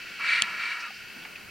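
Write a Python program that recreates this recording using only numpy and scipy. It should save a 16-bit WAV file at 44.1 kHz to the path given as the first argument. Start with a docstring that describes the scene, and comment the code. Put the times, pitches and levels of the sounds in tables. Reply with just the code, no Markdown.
"""One vulture holds a long hoarse hiss over a carcass on open grassland, some metres from a camera.
Two harsher rasps swell over it and the flock hisses on behind: fluttering air through throat resonances.
Narrow noise bands wheeze as the long hiss opens and closes; a sharp snap is a burst of decaying sines.
Knocks and scuffs are short noise bursts; shaped noise makes outdoor rumble, even hiss and light wind."""
import sys
import numpy as np
from scipy import signal
from scipy.fft import rfft, irfft
from scipy.io import wavfile

SR = 44100
rng = np.random.default_rng(int(sys.argv[2]) if len(sys.argv) > 2 else 0)


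def master_out(mix):
    """Clip the mix to full scale and print it as 16-bit PCM to the path in sys.argv[1]."""
    frames = np.transpose(np.atleast_2d(mix))
    ceiling = np.clip(frames, -1, 1)
    pcm = np.round(ceiling * 32767).astype(np.int16)
    wavfile.write(sys.argv[1], SR, pcm)


N = 66150


def undb(db):
    """Amplitude factor of a level in dB."""
    return 10 ** (np.asarray(db) / 20)


def unit(x):
    """Scale to RMS 1."""
    return x / np.sqrt(np.mean(x ** 2))


def times():
    """Time of each sample in s."""
    return np.arange(N) / SR


def freqs():
    """Frequency of each spectral bin in Hz, at least 1."""
    return np.maximum(np.arange(N // 2 + 1) * SR / N, 1)


def curve(points):
    """Gain over time along (s, dB) points."""
    return undb(np.interp(times(), *np.array(points).T))


def colour(points):
    """Gain per frequency along (Hz, dB) points, on a log frequency axis."""
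    hz, db = np.array(points).T
    return undb(np.interp(np.log(freqs()), np.log(hz), db))


def resonances(table):
    """Gain per frequency of steep resonances side by side, their powers summed."""
    power = 0
    for hz, width_hz, db in table:
        detune = 2 * (freqs() - hz) / width_hz
        power = power + undb(db) ** 2 / (1 + detune ** 2) ** 2
    return np.sqrt(power)


def shaped(x, gain):
    """Filter by a gain per frequency."""
    return irfft(rfft(x) * gain, N)


def noise():
    """White noise of spread 1."""
    return rng.standard_normal(N)


def walk(rate_hz):
    """Random drift of RMS 1, mostly slower than rate_hz."""
    return unit(shaped(noise(), 1 / (1 + (freqs() / rate_hz) ** 2) ** 2))


def stereo(mid, side, pan_db=0):
    """Left and right from mid and side; pan_db is left over right."""
    return np.array([(mid + side) * undb(pan_db / 2), (mid - side) * undb(-pan_db / 2)])


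def effort(start_s, attack_s, hold_s, release_s, db, slope_db_per_s):
    """Push of air: linear attack and release, with a level that slopes in dB throughout."""
    t = times() - start_s
    attack = np.clip(t / attack_s, 0, 1)
    release = np.clip((attack_s + hold_s + release_s - t) / release_s, 0, 1)
    return attack * release * undb(db + slope_db_per_s * t)


def hiss(throat, flutter_hz, rough, low_hz):
    """Turbulent air with an uneven flutter, through a throat that passes little below low_hz: mid, side."""
    # Each row: frequency in Hz, side level in dB.
    side_points = [(500, -1), (1400, -23.5), (1850, -15), (2300, -22.5), (3100, -9.5), (4000, -14),
                   (4600, -10.5), (5500, -12.5), (9000, -9)]
    phase = 2 * np.pi * np.cumsum(flutter_hz * np.exp(.3 * walk(67))) / SR
    gate = 1 + rough * np.cos(phase)
    gain = resonances(throat) / np.sqrt(1 + (low_hz / freqs()) ** 20)
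    mid = unit(shaped(noise() * gate, gain))
    side = unit(shaped(noise() * gate, gain))
    return np.array([mid, shaped(side, colour(side_points))])


def long_hiss():
    """One long push of air with a faint fast flutter, sagging as it is held."""
    # Start, attack, hold, release, all in seconds.
    timing = (.188, .022, .655, .035)
    # Throat. Each row: frequency in Hz, width in Hz, level in dB.
    throat = [(645, 780, -22), (975, 107, -10), (1083, 56, -9.5), (1368, 164, 2), (1700, 120, 0),
              (1900, 110, -3), (2040, 98, -6), (2275, 150, 2.5), (2600, 210, -3), (2820, 210, -7.5),
              (3180, 170, -21.5), (3860, 190, -16.5), (4470, 470, -17), (5600, 990, -26),
              (8000, 2900, -34.5)]
    push = effort(*timing, db=-32.5, slope_db_per_s=-5)
    return hiss(throat, flutter_hz=120.5, rough=0.045, low_hz=527) * push


def rasps():
    """Short pushes through a harsher throat, with a slower, deeper flutter and a slight level tremor."""
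    # Each row: start, attack, hold, release in seconds, level in dB, slope in dB per s.
    pushes = [(0.219, 0.079, 0.038, 0.14, -23, 0), (0.573, 0.026, 0.1, 0.071, -34.5, 16)]
    # Throat. Each row: frequency in Hz, width in Hz, level in dB.
    throat = [(800, 410, -36), (1412, 150, -6), (1650, 184, -4), (1865, 83, 0), (2062, 125, 1.5),
              (2312, 142, 4), (2530, 220, -5.5), (2740, 330, -6.5), (3170, 570, -14.5), (3730, 96, -10),
              (3984, 150, -11), (4240, 360, -11.5), (4610, 220, -13.5), (5410, 165, -18),
              (6150, 420, -25.5), (7470, 1400, -31.5), (9050, 840, -31)]
    tremor_db = 0.5 * walk(50)
    air = hiss(throat, flutter_hz=64.64, rough=0.12, low_hz=610) * undb(tremor_db)
    return air * sum(effort(*row) for row in pushes)


def flock():
    """The birds behind: continuous fluttering air through broad throats, along a level curve."""
    # Each row: time in seconds, level in dB.
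    level = [(0, -41), (.17, -40.5), (.55, -40.5), (.95, -42.5), (1.08, -44), (1.24, -44), (1.31, -47),
             (1.38, -45.5), (1.46, -48), (1.5, -45.5)]
    # Throats. Each row: frequency in Hz, width in Hz, level in dB.
    throats = [(1438, 117, 2.5), (1626, 350, -4.5), (1922, 194, -2.5), (2247, 265, 0), (2634, 364, 1),
               (3015, 590, -6), (4016, 630, -14), (4560, 870, -9.5), (5440, 1800, -18), (6570, 2800, -26)]
    return hiss(throats, flutter_hz=45, rough=0.079, low_hz=1250) * curve(level)


def vultures():
    """All hissing birds, mid and side turned into left and right."""
    return stereo(*(long_hiss() + rasps() + flock()), pan_db=0.44)


def wheezes():
    """The throat narrows as the long hiss opens and closes: one low resonance swells and fades."""
    # Each row: start in seconds, length in seconds, level in dB, frequency in Hz, width in Hz.
    table = [(.188, 0.042, -45, 1136, 130), (0.867, .042, -43, 1256, 70)]
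    out = np.zeros(N)
    for start_s, length_s, db, hz, width_hz in table:
        swell = np.sin(np.pi * np.clip((times() - start_s) / length_s, 0, 1))
        out += undb(db) * swell * unit(shaped(noise(), resonances([(hz, width_hz, 0)])))
    return out


def snap():
    """Short modes swell for a few of their own cycles and die within milliseconds, each panned."""
    # Each row: frequency in Hz, 60 dB decay time in seconds, level in dB, left over right in dB.
    modes = [(1200, 0.015, -34, 8), (2480, 0.017, -21, 10), (3193, 0.0076, -12, -10),
             (3425, 0.0033, -15, -5), (4150, .006, -24, -4), (4360, 0.012, -16, -1),
             (5980, 0.0068, -20.5, -9), (6380, 0.009, -20, 3), (7360, 0.0063, -12.5, 4),
             (8140, 0.0027, -17, -11), (9320, 0.0074, -18.5, -11), (11900, 0.0044, -35, 3)]
    start_s, rise_cycles = .4209, 3.07
    right_lag_s, lag_from_hz = .00003, 3800  # higher modes reach the right side later
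    out = np.zeros((2, N))
    for hz, t60_s, db, pan_db in modes:
        lag_s = right_lag_s * (hz > lag_from_hz)
        t = np.maximum(times() - start_s - np.array([[0], [lag_s]]), 0)
        rise_s = rise_cycles / hz
        rise = np.sin(np.pi / 2 * np.minimum(t / rise_s, 1)) ** 2
        decay = np.exp(-np.log(1000) * np.maximum(t - rise_s, 0) / t60_s)
        gain = undb(db + np.array([[pan_db], [-pan_db]]) / 2)
        out += gain * rise * decay * np.sin(2 * np.pi * hz * t)
    return out


def knocks():
    """Beaks, feet and wings in the crowd: a short noise burst in one resonance each."""
    # Each row: start in seconds, peak in dB, frequency in Hz, width in Hz, decay constant in seconds.
    table = [(0.42, -40.5, 161, 109, 0.005), (0.421, -37.5, 744, 180, 0.0062),
             (0.802, -35.5, 5100, 1500, 0.015), (0.904, -41, 770, 120, 0.0083), (.940, -44, 5000, 900, .04),
             (1.163, -43.5, 233, 131, 0.016), (1.225, -40.5, 3280, 600, 0.014),
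             (1.249, -29, 2120, 1010, 0.0092), (1.255, -43, 800, 169, 0.0076),
             (1.266, -57, 1180, 400, 0.0051), (1.355, -30, 2500, 650, 0.0088)]
    attack_s = 0.00244
    out = np.zeros(N)
    for start_s, peak_db, hz, width_hz, decay_s in table:
        t = np.maximum(times() - start_s, 0)
        envelope = np.minimum(t / attack_s, 1) * np.exp(-t / decay_s)
        scuff = shaped(noise(), resonances([(hz, width_hz, 0)])) * envelope
        out += undb(peak_db) * scuff / abs(scuff).max()
    return out


def rumble():
    """Low outdoor noise that swells a little, its side part weaker than its mid."""
    # Each row: frequency in Hz, level in dB.
    spectrum = [(25, -5), (55, -20), (90, -9), (140, -5), (205, 3.5), (280, -2.5), (390, -1), (550, -6),
                (900, -6), (1500, -4), (4000, -22.5)]
    # Each row: time in seconds, level in dB.
    level = [(0, -53), (.3, -55), (.55, -52), (.7, -57), (.85, -58), (1.05, -56), (1.2, -51), (1.35, -52.5),
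             (1.5, -54)]
    mid = unit(shaped(noise(), colour(spectrum)))
    side = unit(shaped(noise(), colour(spectrum)))
    return stereo(mid, undb(-5) * side) * curve(level)


def even_hiss():
    """Thin steady white noise, wide in stereo."""
    level_db, side_over_mid_db = -59, 2
    return undb(level_db) * stereo(noise(), undb(side_over_mid_db) * noise())


def wind():
    """Light wind on the microphone: separate low noise per side, on one shared level curve."""
    # Each row: time in seconds, level in dB.
    level = [(0, -64), (.85, -79), (1.0, -60), (1.25, -72), (1.5, -58.5)]
    centre_hz, width_hz = 90, 110
    gain = resonances([(centre_hz, width_hz, 0)])
    sides = np.array([unit(shaped(noise(), gain)) for _ in range(2)])
    return sides * curve(level)


def scene():
    """Sum of all sources, left and right."""
    return vultures() + wheezes() + snap() + knocks() + rumble() + even_hiss() + wind()


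def record(dry):
    """The camera cuts the top steeply: an elliptic low-pass."""
    top_hz = 15900
    low_pass = signal.ellip(10, .2, 70, top_hz, fs=SR, output="sos")  # order, ripple dB, stop dB
    return signal.sosfilt(low_pass, dry)


dry = scene()
out = record(dry)
master_out(out)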